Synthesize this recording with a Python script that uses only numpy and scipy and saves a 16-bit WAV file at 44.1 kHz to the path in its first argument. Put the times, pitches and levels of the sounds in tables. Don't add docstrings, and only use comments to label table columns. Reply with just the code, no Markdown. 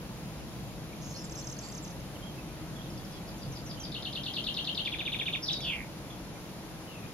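import sys
import numpy as np
from scipy import signal
from scipy.fft import rfft, irfft, next_fast_len
from scipy.io import wavfile
from scipy.ndimage import uniform_filter1d

SR = 44100
rng = np.random.default_rng(int(sys.argv[2]) if len(sys.argv) > 2 else 0)


def to_wav(s):
    ch = np.atleast_2d(s).T
    pcm = np.round(np.clip(ch, -1, 1) * 32767)
    wavfile.write(sys.argv[1], SR, pcm.astype(np.int16))


def boost(x):
    u = np.asarray(x, float) / 20
    return 10 ** u


N = 314433


def evened(x):
    return x / np.sqrt(np.mean(x ** 2) + 1e-20)


# hz, likeness (0-1), right_lag_rad, left_minus_right_db
PORT_LIKENESS = [(25, 0.5, -1, 3), (60, 0.43, 0, 1), (135, 0.98, 0.23, .5), (350, 0.89, -0.16, .5),
                 (1000, 0.66, .5, 0), (1700, 0.32, 1.17, 2), (3100, 0, 1, 0.7), (4500, 0.3, 3.0, 1),
                 (7840, 0.23, 3, 1.5), (9200, 0.25, 7.5, 1), (12100, 0.21, 3.5, 0.3)]


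def noise(spectrum, size, patchy_db, lo_hz, hi_hz):
    frames, hz = 4 * N // size + 5, np.fft.rfftfreq(size, 1 / SR)
    a, b, c, d, patches = rng.standard_normal((frames, len(hz), 5)).T
    patches = uniform_filter1d(patches, size=10, axis=0)
    patches = evened(uniform_filter1d(patches, size=12, axis=1))

    port_hz, *columns = np.transpose(PORT_LIKENESS)
    log_hz = np.log(hz + 1)
    same, lag_rad, pan_db = (np.interp(log_hz, np.log(port_hz), v)[:, None] for v in columns)
    same = np.clip(same, 0, 1)
    left = a + 1j * b
    right = np.exp(-1j * lag_rad) * (same * left + np.sqrt(1 - same ** 2) * (c + 1j * d))

    knot_hz, knot_db = np.transpose(spectrum)
    shape = boost(np.interp(log_hz, np.log(knot_hz + 1), knot_db, left=-90, right=-90))
    in_band = (hz > lo_hz) & (hz < hi_hz)
    band_share = np.linalg.norm(shape[in_band]) / np.linalg.norm(shape)
    shape /= band_share
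    z = np.array([left * boost(pan_db / 2), right / boost(pan_db / 2)]) * boost(patchy_db * patches)
    x = signal.istft(z * shape[:, None], nperseg=size, noverlap=3 * size // 4)[1][:, :N]
    return evened(x) / band_share


# hz, density_db
RUMBLE_SPECTRUM = [(12, -37), (20, -17), (54, -1.5), (92, -8), (123, 0.5), (189, -0.5), (252, -8),
                   (321, -4), (362, -12), (626, -12), (756, -15), (977, -17), (1100, -19.5), (1200, -26),
                   (1560, -36), (2640, -120)]
# time_s, level_db
RUMBLE_SWELL = [(0, -43), (2.3, -43.5), (2.8, -42.5), (3.9, -42.5), (4.2, -45), (5.2, -44.5), (7.13, -46.5)]
# hz, density_db
HISS_SPECTRUM = [(700, -31), (1200, -0.5), (1700, -3), (2500, -3.5), (5200, -7), (7200, -10), (8100, -22),
                 (8800, -13), (10200, -11), (13300, -12.5), (15700, -19), (16500, -30)]
# time_s, rise_db
WHEEL_THUDS = [
    (2.92, 2.5),
    (3.49, 3.9),
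    (7.04, 3.9),
]


def background():
    t = np.arange(N) / SR
    thud_s = 0.032
    thuds_db = sum(rise_db * np.exp(-((t - s) / thud_s) ** 2) for s, rise_db in WHEEL_THUDS)
    swell = boost(np.interp(t, *np.transpose(RUMBLE_SWELL)) + thuds_db)
    rumble = noise(RUMBLE_SPECTRUM, size=4096, patchy_db=0.2, lo_hz=60, hi_hz=250)
    bass = signal.sosfiltfilt(signal.butter(2, 260, fs=SR, output="sos"), rumble)
    upper = boost(-44.0) * (rumble - bass)
    hiss = boost(-51.0) * noise(HISS_SPECTRUM, size=1024, patchy_db=0.83, lo_hz=1190, hi_hz=15700)
    return boost(-0.46) * swell * bass + upper + hiss


def add(mix, start_s, sound):
    part = mix[..., round(start_s * SR):][..., :sound.shape[-1]]
    part += sound[..., :part.shape[-1]]


def late(x, delay_ms):
    return np.roll(x, round(delay_ms * SR / 1000))


def tone(hz, db, edge_s):
    fade = signal.windows.tukey(len(hz), min(1, 2 * edge_s * SR / len(hz)))
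    return boost(db) * fade * np.sin(2 * np.pi * np.cumsum(hz) / SR)


def buzz(hz, db, rate_per_s, swing_hz, depth, jitter, weak_db, edge_s, lead_rad=0.):
    wobble = rng.standard_normal((len(hz), 2))
    uneven, gusts = (evened(uniform_filter1d(w, size=300)) for w in wobble.T)
    turn = 2 * np.pi * np.cumsum(rate_per_s * (1 + jitter * uneven)) / SR
    pulses = 1 - np.clip(depth, 0, 1) * np.cos(turn + lead_rad) ** 2
    level_db = db + weak_db * (1 - np.sin(turn + lead_rad)) / 2 + 2.0 * gusts
    return pulses * tone(hz + swing_hz / 2 * np.sin(turn), level_db, edge_s)


def foliage(x, t60_s, db):
    slots = np.arange(60, SR // 2, 22)
    at = slots + rng.integers(0, 22, (2, len(slots)))
    signs = rng.choice([-1., 1.], at.shape)
    rise = 1 - np.exp(-at / SR / 0.014)
    taps = np.zeros((2, SR // 2 + 22))
    np.put_along_axis(taps, at, signs * boost(-60 * at / SR / t60_s) * rise, 1)
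    return boost(db) * signal.fftconvolve(x[None], taps / np.linalg.norm(taps[0]), axes=1)[:, :N]


# start_s, length_s, first_hz, last_hz, level_db
LEFT_WHISTLES = [
    (.928, 0.014, 2520, 1990, -48),
    (6.352, 0.029, 2400, 2000, -52),
    (6.877, 0.069, 2960, 2740, -52),
    (6.94, 0.061, 2750, 2450, -51.5),
    (7.025, 0.042, 2440, 2400, -52),
]
# start_s, length_s, first_hz, last_hz, level_db
RIGHT_WHISTLES = [(2.152, 0.0224, 3250, 2600, -52.5), (2.224, 0.027, 3150, 3220, -50.5),
                  (2.254, 0.049, 3320, 3140, -52), (2.38, 0.024, 2640, 2570, -52.5),
                  (2.487, .025, 2360, 2400, -58), (2.754, 0.026, 3420, 3380, -53),
                  (2.786, .016, 3450, 3050, -53), (2.803, 0.022, 3050, 3550, -53),
                  (2.826, 0.027, 3570, 3800, -59), (2.856, .019, 3700, 2940, -52),
                  (2.957, .05, 3500, 3350, -62), (3.1, 0.038, 3300, 3480, -60),
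                  (3.139, 0.052, 3440, 3220, -56), (3.34, .02, 3100, 3200, -56),
                  (3.767, 0.026, 3100, 3020, -53), (3.793, 0.054, 3260, 3100, -51)]


def far_birds():
    out = np.zeros((2, N))
    # whistles, pan (left-right dB), waver (Hz)
    for rows, pan_db, waver_hz in [(LEFT_WHISTLES, 4, 200), (RIGHT_WHISTLES, -11, 45)]:
        pan = boost([[pan_db / 2], [-pan_db / 2]])
        for start_s, length_s, first_hz, last_hz, db in rows:
            hz = np.linspace(first_hz, last_hz, round(length_s * SR))
            whistle = buzz(hz, db, 45.6, waver_hz, depth=0.2, jitter=0.4, weak_db=0.5, edge_s=0.0047)
            add(out, start_s, pan * whistle)
    return np.array([out[0], late(out[1], -.06)]) + foliage(out.mean(0), t60_s=.25, db=-6.5)


def beats(first_s, gap_s, quicken_s, first_db, last_db, count):
    k = np.arange(count)
    times_s = first_s + gap_s * k - quicken_s * k * (k - 1) / 2
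    levels_db = first_db + (last_db - first_db) * (k / (count - 1)) ** 0.67
    return np.transpose([times_s, levels_db])


def phrase(mix, strokes, rows):
    tunings = 1 + 0.0054 * rng.standard_normal(len(rows))
    for (beat_s, db), tuning in zip(rows, tunings):
        for stroke in strokes:
            ms, hz, shape_db = np.transpose(stroke)
            t_ms = np.arange(ms[0], ms[-1], 1000 / SR)
            uneven_db = 1.4 * rng.standard_normal(len(ms))
            level_db = db + np.interp(t_ms, ms, shape_db + uneven_db)
            glide = tone(tuning * np.interp(t_ms, ms, hz), level_db, 0.00067)
            add(mix, beat_s + ms[0] / 1000, glide)


# start_s, length_s, pitch_hz, level_db, swing_hz
RATTLE_NOTES = [
    (1.008, .127, 6380, -44, -900),
    (1.156, .08, 5380, -41, -800),
    (1.362, .048, 5680, -39, -1500),
    (1.15, .055, 6300, -46, -900),
]
# start_s, length_s, pitch_hz, level_db
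JANGLE_NOTES = [(1.015, 0.25, 5350, -51), (1.052, 0.084, 7150, -49), (1.139, 0.042, 4380, -42),
                (1.20, .035, 7050, -48), (1.235, 0.022, 7400, -37), (1.304, 0.012, 7500, -35),
                (1.338, .016, 4180, -48), (1.367, 0.038, 7320, -39.5), (1.421, 0.013, 4250, -38),
                (1.448, 0.013, 7350, -40), (1.479, .016, 7500, -43), (1.505, 0.014, 7400, -42),
                (1.538, .008, 5970, -44), (1.561, .022, 4400, -47), (1.6, 0.099, 7300, -43.5),
                (1.622, .03, 4500, -43), (1.648, 0.031, 4600, -43), (1.678, .016, 4550, -46),
                (1.69, .02, 4750, -41), (1.16, .026, 5400, -41), (1.75, .012, 4800, -52),
                (1.796, 0.013, 4500, -47), (1.819, .017, 7250, -43), (1.87, .014, 3530, -52)]
# from_beat_ms, pitch_hz, level_db
TICK_STROKES = [
    [(-1.5, 7500, 6), (0, 6250, 1), (2.4, 4300, 4)],
]
# first_s, gap_s, quicken_s, first_db, last_db, count
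TICK_RUNS = [
    dict(first_s=1.014, gap_s=0.016, quicken_s=0., first_db=-54, last_db=-49, count=11),
    dict(first_s=1.241, gap_s=0.012, quicken_s=0., first_db=-48, last_db=-45, count=1.8),
    dict(first_s=1.626, gap_s=.0121, quicken_s=0., first_db=-48, last_db=-47, count=6),
    dict(first_s=1.297, gap_s=.27, quicken_s=0., first_db=-46, last_db=-50, count=2),
]
# from_beat_ms, pitch_hz, level_db
CHIRP_STROKES = [
    [(-5, 7900, -13), (-2, 6700, -7), (1, 6330, 3.5), (2.5, 5700, -1), (6, 4900, -5)],
]
# time_s, peak_db
CHIRP_BEATS = [(1.322, -39.5), (1.356, -40), (1.413, -42), (1.444, -41.5), (1.471, -37.5), (1.498, -39.5),
               (1.525, -38), (1.589, -38.5)]
# from_beat_ms, pitch_hz, level_db
LONG_CHIRP_STROKES = [
    [(-9.5, 7700, -5), (-2, 6750, -9), (2, 6200, 2.5), (4.5, 5400, -3.5), (9.5, 4600, -7)],
]
# time_s, peak_db
LONG_CHIRP_BEATS = [(1.722, -41), (1.749, -41.5), (1.777, -41), (1.846, -41.5), (1.876, -45.5),
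                    (1.906, -48), (2.000, -55)]


def bunting():
    song = np.zeros(N)
    phrase(song, CHIRP_STROKES, CHIRP_BEATS)
    phrase(song, LONG_CHIRP_STROKES, LONG_CHIRP_BEATS)
    for run in TICK_RUNS:
        phrase(song, TICK_STROKES, beats(**run))
    notes = [(*row, 140) for row in RATTLE_NOTES]
    notes += [(*row, -380, 95) for row in JANGLE_NOTES]
    for start_s, length_s, pitch_hz, db, swing_hz, rate_per_s in notes:
        hz = np.full(round(length_s * SR), pitch_hz)
        add(song, start_s, buzz(hz, db, rate_per_s, swing_hz, depth=0.85, jitter=0.15, weak_db=-12,
                                edge_s=0.004, lead_rad=np.pi / 2))
    left = late(song, 0.18) + boost(-3.0) * late(song, 3.9)
    right = song + boost(-4.5) * late(song, 4.2)
    return np.array([boost(-2.5) * left, boost(.6) * right]) + foliage(song, t60_s=.11, db=-6)


# from_beat_ms, pitch_hz, level_db
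BLIP_STROKES = [
    [(-3.5, 5600, 6), (0.5, 5200, 1.5), (3.5, 4630, -4)],
    [(0, 4840, -4), (7, 4770, -6)],
]
HIGH_STROKES = [
    [(-8.5, 5300, -6), (-0.5, 4900, -5), (2, 4700, 1), (7, 4700, -8)],
    [(9, 4700, -7), (11, 5300, 4.5), (13, 4300, -7), (14.5, 3630, 0), (16.5, 2800, -7)],
]
CROWN_STROKES = [
    [(-43, 7250, -11), (-36.5, 6300, -3), (-32.5, 5600, -7), (-24.5, 5900, -5), (-16, 6000, -10),
     (-10, 8500, -17)],
]


def high_phrase(song):
    phrase(song, BLIP_STROKES, beats(first_s=2.905, gap_s=0.074, quicken_s=0.,
                                     first_db=-53, last_db=-50.5, count=4))
    phrase(song, HIGH_STROKES, beats(first_s=3.139, gap_s=.1415, quicken_s=0.00067,
                                     first_db=-57, last_db=-41.5, count=5.5))
    phrase(song, CROWN_STROKES, beats(first_s=3.421, gap_s=.1403, quicken_s=0.00048,
                                      first_db=-52, last_db=-41, count=3.6))


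# from_beat_ms, pitch_hz, level_db
FLICK_STROKES = [
    [(-29.5, 5970, -19), (-28, 5170, -11), (-25, 4350, -12)],
    [(-28, 4180, -13), (-25.5, 3480, -9), (-23.5, 3590, -8.5), (-19.5, 4470, -6)],
]
MIDDLE_STROKES = [
    [(50.2, 3500, -21), (54.9, 3180, -10), (58.6, 3200, -12), (63, 3000, -23)],
    [(-5.5, 4450, -13), (-1.5, 4150, -8.5), (1.5, 3700, 2), (5.5, 3150, -4), (10.5, 2620, -9.5),
     (13.5, 2650, -13.5), (19.5, 2880, 2), (24, 3130, -8.5), (29, 3200, -4), (34.5, 3080, -11)],
]
# time_s, level_db
MIDDLE_BEATS = [(3.947, -34.5), (4.052, -33), (4.156, -32.5), (4.263, -32), (4.366, -30), (4.469, -30),
                (4.571, -29.5), (4.673, -29), (4.776, -28.5)]


def middle_phrase(song):
    phrase(song, FLICK_STROKES, MIDDLE_BEATS)
    phrase(song, FLICK_STROKES, [(4.879, -34)])
    phrase(song, MIDDLE_STROKES, MIDDLE_BEATS)


# from_beat_ms, pitch_hz, level_db
LOW_STROKES = [
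    [(-10, 4300, -12), (-8.5, 3720, -3.5), (-6, 3310, -15), (-5, 2840, -2.5), (-2.5, 3150, -9.5),
     (2, 3470, 3.5), (5, 3820, -10.5), (8, 3450, -5.5), (10, 3350, -12)],
    [(7.53, 3230, -21), (9.7, 2860, 0.5), (12.4, 2650, -7.5), (15, 2485, -3), (18.5, 2386, 2.5),
     (20.3, 2140, -9.5), (24.1, 1770, -14), (27.8, 1200, -25)],
]
# time_s, level_db
LOW_BEATS = [(4.8588, -31), (4.927, -31), (4.995, -31.5), (5.062, -30.5), (5.129, -30.5), (5.1978, -29.5),
             (5.2661, -29.5), (5.3359, -30)]


def low_phrase(song):
    phrase(song, LOW_STROKES, LOW_BEATS)


VOICE = dict(jitter=0.22, edge_s=0.0037, lead_rad=1.48)
DEPTH, WEAK_DB, RASP_PER_S = 0.62, -1, 158

# time_s, pitch_hz, level_db
RASP_CONTOUR = [
    (5.42, 5220, -44),
    (5.432, 5300, -34),
    (5.446, 5230, -31.5),
    (5.456, 4880, -41),
    (5.463, 4100, -41),
    (5.476, 4580, -41),
]


def rasp(song):
    s, hz, db = np.transpose(RASP_CONTOUR)
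    t = np.arange(s[0], s[-1], 1 / SR)
    u = (t - s[0]) / (s[-1] - s[0])
    swing_hz = np.interp(u, (0, 1), (756, 1400))
    add(song, s[0], buzz(np.interp(t, s, hz), np.interp(t, s, db), RASP_PER_S, swing_hz,
                         DEPTH, weak_db=WEAK_DB, **VOICE))


# start_s, length_s, pitch_hz, level_db, swings_per_s
WIDE_BUZZES = [
    (5.46, 0.033, 5500, -43, 160),
    (5.535, 0.048, 4900, -41, 160),
    (5.612, 0.05, 5100, -42, 140),
    (5.52, .035, 7600, -48, 150),
]
NARROW_BUZZES = [
    (5.425, .035, 5700, -45, 158),
    (5.54, 0.025, 3800, -38, 110),
    (5.564, 0.023, 3850, -32.5, 120),
    (6.1, .016, 3400, -44, 140),
]


def second_voice(song):
    # buzzes, swing (Hz), share of the pitch lost
    for rows, swing_hz, sag in [(WIDE_BUZZES, 1250, 0.066), (NARROW_BUZZES, 300, .01)]:
        for start_s, length_s, hz, db, rate_per_s in rows:
            u = np.linspace(0, 1, round(length_s * SR))
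            add(song, start_s, buzz(hz * (1 - sag * u), db - 10 * u, rate_per_s, swing_hz,
                                    DEPTH, weak_db=WEAK_DB, **VOICE))


# from_beat_ms, pitch_hz, level_db
TURN_STROKES = [
    [(79.6, 5900, -13), (84, 4600, -10)],
    [(83.6, 3950, -6), (88.2, 3650, -1), (95, 3330, -4.5), (99.7, 2850, -11), (103, 2300, -11)],
    [(106.3, 3200, -7), (109.1, 4000, -2), (112, 3800, -5), (117, 3900, -3), (119, 3300, -10)],
    [(119, 5000, -13), (121, 5700, -17)],
    [(124.6, 7300, -24), (129, 5600, -16), (132, 4700, -5), (136, 6500, -11), (138.5, 3300, -11),
     (145, 2300, -24)],
    [(203, 2150, -24), (208, 2470, -17), (208, 3050, -28), (214, 3550, -11), (215, 4000, -16)],
    [(206, 4900, -17), (206, 5600, -16), (211, 7400, -22)],
]


def turning_strokes(song):
    phrase(song, TURN_STROKES, [(5.400, -26)])


# time_s, pitch_hz, level_db
WHEEZE_CONTOUR = [
    (5.614, 3810, -37),
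    (5.63, 3450, -45),
    (5.646, 3240, -32.5),
    (5.69, 2990, -30.5),
    (5.735, 2523, -30),
    (5.764, 2276, -34),
    (5.80, 2156, -33),
    (5.855, 2070, -49),
]


def wheeze(song):
    s, hz, db = np.transpose(WHEEZE_CONTOUR)
    t = np.arange(s[0], s[-1], 1 / SR)
    u = (t - s[0]) / (s[-1] - s[0])
    tires_s = (5.745, 5.765)
    rate_per_s = np.interp(t, (*tires_s, s[-1]), (160, 105, 92))
    depth = np.interp(t, tires_s, (DEPTH, .95))
    weak_db = np.interp(t, tires_s, (WEAK_DB, -16))
    swing_hz = np.interp(u, (0, 0.16), (400, 960)) * np.interp(t, tires_s, (1, .8))
    add(song, s[0], buzz(np.interp(t, s, hz), np.interp(t, s, db), rate_per_s, swing_hz,
                         depth, weak_db=weak_db, **VOICE))


def drift():
    per_s = 6
    knots = rng.standard_normal(N * per_s // SR + 2)
    return evened(np.interp(np.arange(N) * per_s / SR, np.arange(len(knots)), knots))


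# hz, left_db, right_db
PORT_COLOUR = [(1800, -4.5, -0.5), (2400, -3, 2.5), (2860, 0.5, -0.5), (3200, 0, -5), (3500, 1, 1.5),
               (3720, 2, -3), (4400, 2.5, -2), (5600, 0, 0)]
# time_s, left_minus_right_db
HEAD_TURNS = [
    (4.84, 1),
    (4.86, 0),
    (5.39, -1.5),
    (5.42, -1),
]


def ports(x):
    knot_hz, *port_db = np.transpose(PORT_COLOUR)
    size = next_fast_len(N)
    hz = np.fft.rfftfreq(size, 1 / SR)
    colour = boost([np.interp(hz, knot_hz, db) for db in port_db])
    pan_db = np.interp(np.arange(N) / SR, *np.transpose(HEAD_TURNS))
    return irfft(rfft(x, size) * colour, size)[:, :N] * boost([pan_db / 2, -pan_db / 2])


# delay_ms, favoured_hz, width_hz, left_db, right_db
ECHOES = [(4.23, 2900, 2800, -34, -6), (10.43, 5000, 2300, -11, -19), (21, 3450, 520, 0, -15),
          (5.1, 3160, 830, -7, -11), (1.906, 3300, 1400, -15, -14), (22.3, 2620, 390, -7.5, -7),
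          (29.8, 3470, 850, -5, -14), (44.3, 4400, 1000, -11, -26), (7.55, 4600, 500, 0, -4),
          (24.6, 3700, 260, -17, -11), (31.7, 4200, 520, -4, -4), (44.7, 4100, 520, -8, -13)]


def finch():
    song = np.zeros(N)
    for part in (high_phrase, middle_phrase, low_phrase, rasp, second_voice, turning_strokes, wheeze):
        part(song)

    leafy = signal.lfilter(*signal.iirpeak(4000, 2.2, SR), song)
    leafy = leafy + boost(10.0) * signal.lfilter(*signal.iirpeak(4430, 14.0, SR), song)
    softened = signal.sosfiltfilt(signal.butter(6, 4800, fs=SR, output="sos"), leafy)
    leafy = .55 * softened + .45 * leafy

    rustle_s = .35
    turn = np.pi / 2 * np.arange(N) / SR / rustle_s
    out = ports(np.array([boost(1.5) * song, boost(1.65) * late(song, .05)]))
    out += foliage(np.cos(turn) * leafy, t60_s=.19, db=-2.0)
    out += foliage(np.sin(turn) * leafy, t60_s=.19, db=-1.5)

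    drift_db = 1.8
    for delay_ms, hz, width_hz, left_db, right_db in ECHOES:
        echo = signal.lfilter(*signal.iirpeak(hz, hz / width_hz, SR), late(song, delay_ms))
        left = boost(left_db + drift_db * drift()) * echo
        right = boost(right_db + drift_db * drift()) * late(echo, .11)
        out += np.array([left, right])
    return out


def scene():
    return background() + far_birds() + bunting() + finch()


# hz, margin (in units of block-to-block chance)
BLOCK_MARGIN = [(4000, 5), (5000, 3.4), (6400, 3), (7000, 2.3), (7600, 1.6), (7900, -1), (8150, -3),
                (8400, -.5), (8800, 1.8), (9500, 2.9), (12500, 2.6), (13500, 1.7), (13900, .3),
                (15000, -.3), (15800, -.3)]


def drop_weak_blocks(x):
    hz, t, z = signal.stft([x[0] + x[1], x[0] - x[1]], SR, nperseg=1024, noverlap=768)
    chance = rng.standard_normal((len(t) // 4 + 1, len(hz) // 6 + 1, 2)).T
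    slow = evened(uniform_filter1d(rng.standard_normal(chance.shape[2]), size=5))
    chance = .85 * evened(uniform_filter1d(chance, size=2, axis=2)) + .45 * slow
    chance = np.repeat(np.repeat(chance, 6, axis=1), 4, axis=2)[:, :len(hz), :len(t)]

    song_power = (abs(z[0, hz > 3000]) ** 2).sum(0)
    song_db = 10 * np.log10(uniform_filter1d(song_power, size=12))
    loud = np.clip((song_db - np.median(song_db)) / 5, 0, 1.15)
    block_hz = hz[np.arange(len(hz)) // 6 * 6]
    margin = np.interp(block_hz, *np.transpose(BLOCK_MARGIN), left=9)[:, None]
    z *= np.where(margin + chance - loud < 0, boost(-60), 1)
    z[1, hz > 15000] = 0
    mid, side = signal.istft(z, SR, nperseg=1024, noverlap=768)[1][:, :N] / 2
    return np.array([mid + side, mid - side])


def band_limit(x):
    return signal.sosfilt(signal.butter(12, 15770, fs=SR, output="sos"), x)


def record(dry):
    mix = drop_weak_blocks(dry)
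    return band_limit(mix)


dry = scene()
out = record(dry)
to_wav(out)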